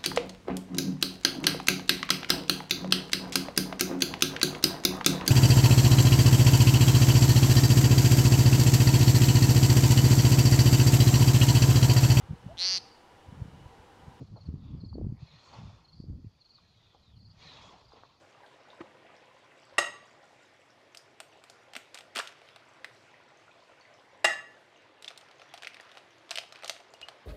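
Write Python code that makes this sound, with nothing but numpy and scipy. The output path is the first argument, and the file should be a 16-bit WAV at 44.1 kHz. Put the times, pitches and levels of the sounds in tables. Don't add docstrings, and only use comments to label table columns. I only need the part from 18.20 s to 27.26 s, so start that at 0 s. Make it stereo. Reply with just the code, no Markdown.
import sys
import numpy as np
from scipy import signal
from scipy.fft import rfft, irfft
from scipy.io import wavfile

SR = 44100
rng = np.random.default_rng(int(sys.argv[2]) if len(sys.argv) > 2 else 0)


def inscribe(sig):
    pcm = np.round(np.clip(np.atleast_2d(sig).T, -1, 1) * 32767)
    wavfile.write(sys.argv[1], SR, pcm.astype(np.int16))


N = 399413
HZ = np.maximum(np.fft.rfftfreq(N, 1 / SR), 1)

# start in seconds, level in dB, ring of the piece in Hz,
# hollow of the egg in relative dB, sharp edge in relative dB.
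CLEAR_CRACKS = [(2.7478, -33, 3050, -32, -2), (2.772, -27.5, 5320, -32, -31), (3.0022, -27.5, 3450, -5, 1),
                (3.239, -39.5, 3320, -8, 0), (3.2987, -33.5, 5100, -12, -11), (3.535, -32, 2560, -15, -3),
                (3.5526, -25.5, 2900, -12, -14), (3.5644, -22.5, 2340, -14.5, -1),
                (3.7446, -26.5, 4940, -17, -15), (3.753, -36.5, 2870, -10, 1),
                (3.7745, -31, 3170, -21, -18), (3.7872, -33, 2750, -11, 0), (3.8081, -35, 2780, -16, -5),
                (3.9517, -31, 2860, -18, 1), (3.9548, -29.5, 2630, -20, -5), (3.9594, -19.5, 2540, -17, -1),
                (3.9692, -16, 3400, -21, -13), (3.9782, -22, 3290, -17, -1), (3.9883, -18, 3400, -9, -18),
                (3.9922, -24, 3000, -15, 4.5), (4.0733, -27, 3600, -37, -24),
                (4.0922, -38.5, 2440, -10, -20), (4.3606, -35.5, 2820, -11.5, -8),
                (4.645, -23, 2040, -18.5, -12.5), (6.824, -32.5, 3100, -32, -2),
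                (6.8448, -30, 3300, -35, -24), (6.8585, -39, 4500, -28, -23), (6.8798, -26, 3420, -42, -34),
                (6.884, -32, 4150, -21, -24), (6.9042, -35, 2700, -7.5, -16),
                (6.976, -30.5, 4200, -27, -6.5), (7.011, -39.5, 3300, -15, -23), (7.339, -29, 3440, -8, -8),
                (7.3765, -35, 3900, -22, -27), (7.4223, -31, 3300, -13, -29),
                (7.433, -29.5, 1780, -9.5, -7), (7.4468, -29, 2620, -16, -28),
                (7.4509, -33, 2520, -25, -25), (7.4709, -23, 2580, -23, -19), (7.4757, -33, 3620, -15, -7),
                (7.544, -32.5, 2760, -23, -13), (7.5684, -37, 2420, -13, -24),
                (7.5993, -35.5, 1910, -7, -14), (7.6087, -38.5, 5000, -15, -20),
                (7.7164, -39, 3630, -14, -33), (7.772, -35, 3030, -4, -22), (7.7805, -38, 3070, -10, -25),
                (8.093, -36.5, 3500, -15, -20), (8.1081, -17.5, 4250, -16.5, -26),
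                (8.1139, -21, 2900, -17, -6.5), (8.1564, -18.5, 3270, -25, -6),
                (8.174, -19.5, 3160, -18, -29), (8.1843, -15, 3300, -14.5, -19),
                (8.3239, -32, 4100, -7.5, -29), (8.358, -33.5, 2540, -27, -21),
                (8.4343, -31.5, 2940, -3.5, -10), (8.445, -25, 4560, -9, -21),
                (8.4588, -29, 3290, -11, -21), (8.4782, -22.5, 4600, -35, -12),
                (8.4958, -13, 3870, -16, -18), (8.5064, -33, 3360, -2, -10), (8.7378, -36.5, 4800, -5, -13),
                (8.8145, -30.5, 3750, -11.5, -27), (8.8851, -27, 3350, -4, -14)]
# pitch in Hz, nominal width in Hz.
HOLLOW_MODES = [(690, 110), (1250, 220)]


def shell_cracks():
    out, t = np.zeros((2, N)), np.arange(2000) / SR
    creak_samples, piece_cycles = 30, 17
    snap = np.zeros((2, len(t)))
    snap[0, creak_samples + 2] = snap[1, creak_samples] = 1
    for start, level_db, hz, hollow_db, edge_db in CLEAR_CRACKS + small_cracks():
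        white = 1.23 * rng.standard_normal((2, len(t))) + rng.standard_normal(len(t))
        tail = white * np.minimum(t / 0.00078, 1) * from_db(-60 * t / 0.029)
        piece = band(snap + 0.033 * tail, hz, octaves=1.79) + 0.38 * band(tail, hz, octaves=0.95)
        ring_share = 0.12 - 0.0141 * edge_db
        piece += ring_share * band(ring(snap, hz, piece_cycles / hz), hz, octaves=0.89)
        cavity = sum(ring(snap + 0.11 * tail, pitch, 1.2 / width) for pitch, width in HOLLOW_MODES)
        hollow = band(cavity, 930, octaves=1.49)
        edge = band(snap + 0.054 * tail, 7540, octaves=0.46) + 0.71 * band(snap, 10700, octaves=0.8)
        crack = piece + from_db(hollow_db) * hollow + from_db(edge_db) * edge
        add(out, start - creak_samples / 2 / SR, from_db(level_db) * crack)
    return out


# start in seconds, end in seconds, small cracks per second.
PRISING_SPELLS = [(3.537, 3.594, 40), (3.991, 4.301, 15), (6.8, 7.252, 22), (7.3, 7.757, 18),
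                  (8.114, 8.238, 55), (8.33, 8.621, 35)]


def small_cracks():
    typical, spread = (-43, 2906, -10, -19), (2.5, 450, 5.0, 4.0)
    rows = []
    for start, end, per_s in PRISING_SPELLS:
        count = int(per_s * (end - start))
        for k in range(count):
            when = start + (k + rng.random()) / count * (end - start)
            rows.append((when, *rng.normal(typical, spread)))
    return rows


# time in seconds, crackle level in dB.
SQUEEZES = [
    [(3.73, -79), (3.75, -53), (3.81, -65), (3.83, -78)],
    [(3.945, -78), (3.96, -40.5), (3.982, -42.5), (4.003, -30), (4.02, -55), (4.06, -56), (4.12, -62)],
    [(6.78, -92), (6.85, -80), (6.89, -57), (6.95, -68), (7.12, -63.5), (7.15, -68)],
    [(7.3, -64.5), (7.35, -56), (7.45, -71), (7.5, -66), (7.65, -59.5), (7.8, -63), (7.83, -66)],
    [(8.09, -65), (8.12, -49), (8.19, -73), (8.25, -77), (8.36, -57.5), (8.44, -58), (8.5, -62),
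     (8.56, -74), (8.65, -64)],
]


def shell_crumble():
    times, levels_db = np.transpose(sum(SQUEEZES, []))
    level_db = np.interp(np.arange(N) / SR, times, levels_db)
    both, left, right = [grains(1200, spread_db=1, low_hz=1063, high_hz=5660, cycles=8.5) for _ in range(3)]
    fractures = both + 0.38 * np.array([left, right])
    return from_db(level_db) * rms_one(filtered(fractures, [800, 5000], "band"))


# start in seconds, crunch level in dB, contact time in seconds.
RIM_BLOWS = [(1.5817, -19.5, 0.013), (6.044, -18, 0.013)]
# frequency in Hz, relative density in dB.
CRUNCH_SPECTRUM = [(88, -59), (150, -36.5), (636, -8.5), (1510, -10), (1910, -12.5), (2230, -14),
                   (2750, -11.5), (7790, -21), (15000, -48.5)]


def rim_crunch():
    out, t = np.zeros((2, N)), np.arange(SR) / SR
    colour = from_db(at_hz(CRUNCH_SPECTRUM, np.arange(SR // 2 + 1) + 1))
    for start, level_db, contact_s in RIM_BLOWS:
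        white = rng.standard_normal((2, SR)) + 0.79 * rng.standard_normal(SR)
        crunch = rms_one(irfft(rfft(white) * colour, SR))
        contact = np.minimum(t / 0.0069, 1) * np.exp(-(t / contact_s) ** 3)
        add(out, start, from_db(level_db) * contact * crunch)
    return out


# pitch in Hz, level in dB when empty, level in dB with an egg
# in it, seconds to fade by 60 dB.
GLASS_MODES = [(580, -37.5, -57, 0.47), (642, -45, -31.5, 0.18), (796, -42, -34.5, 0.2),
               (1152, -35, -37, 0.53), (1230, -32, -40, 0.25), (1300, -39, -32, 0.27),
               (1745, -51, -25, 0.5), (1900, -48, -24, 0.39), (1910, -26, -34, 0.22),
               (1925, -55, -28, 0.44), (2024, -48, -32, 0.28), (2480, -57, -39.5, 0.27),
               (2726, -39.5, -43, 0.3), (2784, -34.5, -29.5, 0.41), (3025, -51, -37.5, 0.25),
               (3828, -36, -40, 0.41), (5030, -48, -37.5, 0.43), (6530, -40.5, -43, 0.43),
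               (7080, -50, -49, .28), (7560, -42, -42, 0.27), (7830, -48, -41, 0.3),
               (8270, -42.5, -45, 0.35), (8660, -48, -52, 0.44), (9460, -52, -54, 0.26),
               (9790, -46, -51, 0.18), (11160, -55, -52, 0.33), (11520, -55, -63, 0.19),
               (12680, -62, -61, 0.25)]


def glass_bowl():
    out, t = np.zeros((2, N)), np.arange(SR) / SR
    cluster = [(1, 0.65), (1.003, 0.45), (0.993, 0.24)]
    for eggs_inside, (start, _, contact_s) in enumerate(RIM_BLOWS):
        strike = np.minimum(t / 0.00045, 1) * (1 + 3.45 * np.exp(-(t / contact_s) ** 4))
        for hz, empty_db, filled_db, t60 in GLASS_MODES:
            level_db = filled_db if eggs_inside else empty_db
            envelope = strike * from_db(level_db - 60 * t / t60)
            for detune, share in cluster:
                phase = rng.choice([-1, 1]) * np.array([[0.77], [-0.77]]) + rng.uniform(0, 2 * np.pi)
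                add(out, start, share * envelope * np.sin(2 * np.pi * hz * detune * t + phase))
    return out


# start in seconds, level in dB, pitch in Hz.
DULL_KNOCKS = [(0.604, -24, 331), (3.56, -38, 257), (3.962, -38, 245), (3.961, -30.5, 390),
               (3.992, -32.5, 433), (8.8, -57.5, 70)]
# pitch in Hz, level in dB relative to the
# crunch, seconds to fade by 60 dB.
BOARD_MODES = [(348, -14.5, 0.15), (151, -36.5, 0.16), (91.3, -35.5, 0.3)]
# start in seconds, level in dB, pitch in Hz, seconds to fade by 60 dB.
HIGH_PINGS = [(6.877, -22.5, 3550, 0.022), (6.884, -41, 2670, .025), (8.746, -46, 2850, .05),
              (8.825, -35, 2570, 0.029), (8.828, -32, 2870, 0.076)]


def knocks():
    out, t = np.zeros((2, N)), np.arange(SR // 2) / SR
    knock_cycles, knock_rise_cycles, board_rise_cycles, ping_rise_s = 16.6, 1.76, 0.99, 0.0022
    modes = [(start, db, hz, knock_cycles / hz, knock_rise_cycles / hz) for start, db, hz in DULL_KNOCKS]
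    for start, crunch_db, _ in RIM_BLOWS:
        modes += [(start, crunch_db + db, hz, t60, board_rise_cycles / hz) for hz, db, t60 in BOARD_MODES]
    modes += [(*ping, ping_rise_s) for ping in HIGH_PINGS]
    for start, level_db, hz, t60, rise_s in modes:
        envelope = np.minimum(t / rise_s, 1) ** 2 * from_db(level_db - 60 * t / t60)
        add(out, start, envelope * np.sin(2 * np.pi * hz * t + np.array([[0.7], [-0.7]])))
    return out


def knock_puff():
    out, t = np.zeros((2, N)), np.arange(SR // 2) / SR
    middle_s, half_s = 0.612, 0.007
    white = rng.standard_normal((2, len(t))) + rng.standard_normal(len(t))
    puff = signal.lfilter([1], [1, -0.8], white) * np.exp(-(t / half_s - 2) ** 2)
    add(out, middle_s - 2 * half_s, from_db(-33.5) * band(puff, 530, octaves=4.1))
    return out


# start in seconds, level in dB, pitch in Hz.
LOUD_BUBBLES = [(0.242, -41, 1590), (0.262, -42, 3740), (0.503, -38.5, 3760), (0.952, -41.5, 3350),
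                (2.038, -44, 1400), (3.127, -41, 2690), (4.276, -38, 3160), (4.941, -40.5, 1960),
                (5.103, -40.5, 2020), (5.28, -42, 1400), (5.311, -39.5, 2450), (5.61, -39, 4500),
                (5.652, -38, 2030), (5.74, -41, 5500), (6.56, -40, 2830)]
# time in seconds, chance bubbles per second.
SIMMER_RATE = [(0, 12), (0.6, 8), (2.0, 8), (4.5, 6), (5.0, 22), (5.9, 20), (6.7, 8), (9.06, 4)]


def oil_bubbles():
    out, t = np.zeros((1, N)), np.arange(SR // 8) / SR
    low_hz, high_hz, ring_cycles, chance_db, tries = 1300, 5460, 48, -47.5, 270
    times = rng.uniform(0, N / SR, tries)
    heard = rng.random(tries) < np.interp(times, *np.transpose(SIMMER_RATE)) * N / SR / tries
    pitches = low_hz * (high_hz / low_hz) ** (rng.random(tries) ** 1.41)
    chance_bubbles = [(start, chance_db, hz) for start, hz in zip(times[heard], pitches[heard])]
    for start, level_db, hz in LOUD_BUBBLES + chance_bubbles:
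        swell = np.minimum(t / 0.00076, 1) * from_db(level_db - 60 * t * hz / ring_cycles)
        tone = np.sin(2 * np.pi * hz * t * (1 + 0.73 * t))
        splutter = hz / 2200 * band(rng.standard_normal(len(t)), hz, octaves=0.318)
        add(out, start, swell * (0.59 * tone + splutter))
    return out[0]


def oil_sizzle():
    fizz = grains(250, spread_db=3, low_hz=543.5, high_hz=3350, cycles=24)
    fizz = signal.lfilter([0.3], [1, -0.7], fizz)
    spits = from_db(-14.5) * grains(88, spread_db=0, low_hz=3080, high_hz=7770, cycles=73)
    return from_db(-61.5) * (from_db(2 * drift(0.5)) * fizz + from_db(4.9 * drift(7)) * spits)


# frequency in Hz, relative density in dB.
RUSH_SPECTRUM = [(12, -69), (20, -31.5), (65, -44), (93, -5), (146, -3.5), (163, -12.5), (347, -0.5),
                 (472, -2.5), (642, -3), (1090, -7.5), (1290, -10.5), (1960, -6.5), (4810, -16.5),
                 (11800, -37), (16000, -57)]


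def kitchen_rush(flicker_db):
    spectrum = rfft(rng.standard_normal(N)) * from_db(at_hz(RUSH_SPECTRUM, HZ))
    out = np.zeros(N)
    for centre in 160 * 2 ** np.arange(0, 6.5, 0.5):
        octaves_away = abs(np.log2(np.clip(HZ, 160, 10240) / centre))
        share = np.maximum(1 - 2 * octaves_away, 0)
        out += irfft(spectrum * share, N) * from_db(flicker_db * drift(4.9))
    return rms_one(out)


# frequency in Hz, seconds to fade by 60 dB.
ROOM_DECAY = [(150, 1), (600, 0.37), (2000, 0.45), (6000, 0.31), (13000, 0.25)]


def kitchen_reverb(sound):
    t, tail = np.arange(SR // 2) / SR, 0
    for hz in 150 * 2 ** np.arange(7):
        reflections = filtered(rng.standard_normal((2, len(t))), [hz / 2 ** 0.5, hz * 2 ** 0.5], "band")
        tail += reflections * from_db(-60 * t / at_hz(ROOM_DECAY, hz))
    tail *= np.minimum(t / 0.0057, 1)
    tail /= np.sqrt(np.sum(tail ** 2) / 2)
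    return signal.fftconvolve(sound, tail, axes=1)[:, :N]


# frequency in Hz, likeness from 0 to 1,
# lead of the left side in radians.
FAR_ARRIVAL = [(60, .85, .4), (150, .7, 1.4), (330, .72, 2.0), (700, .42, 2.0), (1300, .35, 2.6),
               (2000, .25, 2.7), (3800, .45, 3.4), (5500, .42, 3.5), (8000, .15, 4.0), (15000, .05, 4.0)]


def afar(sound, twin, left_db):
    likeness = at_hz(FAR_ARRIVAL, HZ)
    lag = np.exp(-1j * at_hz(FAR_ARRIVAL, HZ, column=2))
    right = likeness * lag * rfft(sound) + np.sqrt(1 - likeness ** 2) * rfft(twin)
    return np.array([sound, irfft(right, N)]) * from_db([[left_db / 2], [-left_db / 2]])


def grains(per_s, spread_db, low_hz, high_hz, cycles):
    sizes = from_db(spread_db * np.minimum(rng.exponential(1, N), 4)) * rng.choice([-1, 1], N)
    clicks = sizes * (rng.random(N) < per_s / SR)
    pitch_index = rng.integers(0, 10, N)
    pitches = np.geomspace(low_hz, high_hz, 10)
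    return rms_one(sum(ring(clicks * (pitch_index == k), hz, cycles / hz) for k, hz in enumerate(pitches)))


def ring(clicks, hz, t60):
    decay, step = from_db(-60 / (t60 * SR)), 2 * np.pi * hz / SR
    return signal.lfilter([0, np.sin(step)], [1, -2 * decay * np.cos(step), decay ** 2], clicks + 1e-18)


def drift(rate_hz):
    hop, settle = 40, 2000
    pole = np.exp(-2 * np.pi * rate_hz * hop / SR)
    white = rng.standard_normal(N // hop + settle + 2)
    slow = signal.lfilter([1], [1, -2 * pole, pole ** 2], white)[settle:]
    return np.interp(np.arange(N) / hop, np.arange(len(slow)), rms_one(slow))


def band(x, hz, octaves):
    edges = np.clip(hz * 2 ** (np.array([-0.5, 0.5]) * octaves), 50, 0.45 * SR)
    passed = filtered(x, edges, "band")
    return passed / abs(passed).max()


def filtered(x, hz, kind):
    return signal.sosfilt(signal.butter(2, hz, kind, fs=SR, output="sos"), x)


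def at_hz(table, hz, column=1):
    points = np.array(table)
    return np.interp(np.log(hz), np.log(points[:, 0]), points[:, column])


def from_db(db):
    return 10 ** (np.asarray(db) / 20)


def rms_one(x):
    return x / np.sqrt(np.mean(x ** 2) + 1e-20)


def add(out, start_s, sound):
    i = round(start_s * SR)
    out[:, i:i + sound.shape[-1]] += sound[..., :N - i]


def scene():
    glass, crunch = glass_bowl(), rim_crunch()
    taps = knocks() + knock_puff()
    shell = shell_cracks() + shell_crumble()
    pan = oil_bubbles() + oil_sizzle()
    to_room = from_db(-10) * glass + from_db(-8) * crunch + from_db(-18.5) * taps + from_db(-11.5) * shell
    room = kitchen_reverb(to_room)
    far_pan = afar(pan, kitchen_reverb(np.array([pan, pan]))[0], left_db=4.5)
    rush = from_db(-58.5) * afar(kitchen_rush(flicker_db=3), kitchen_rush(flicker_db=1.5), left_db=3)
    return glass + crunch + taps + shell + room + far_pan + rush


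# frequency in Hz, left over right in dB.
MIC_BALANCE = [(60, -10.5), (150, -6.5), (330, 0.5), (680, 4), (1300, 3), (2400, 1.5), (15000, 0.4)]


def record(dry):
    bass_cut = filtered(dry, 60, "high")
    tilt = from_db(at_hz(MIC_BALANCE, HZ) * np.array([[0.5], [-0.5]]))
    coloured = irfft(rfft(bass_cut) * tilt, N)
    return signal.sosfilt(signal.cheby2(12, 70, 16500, fs=SR, output="sos"), coloured)


dry = scene()
out = record(dry)
inscribe(out)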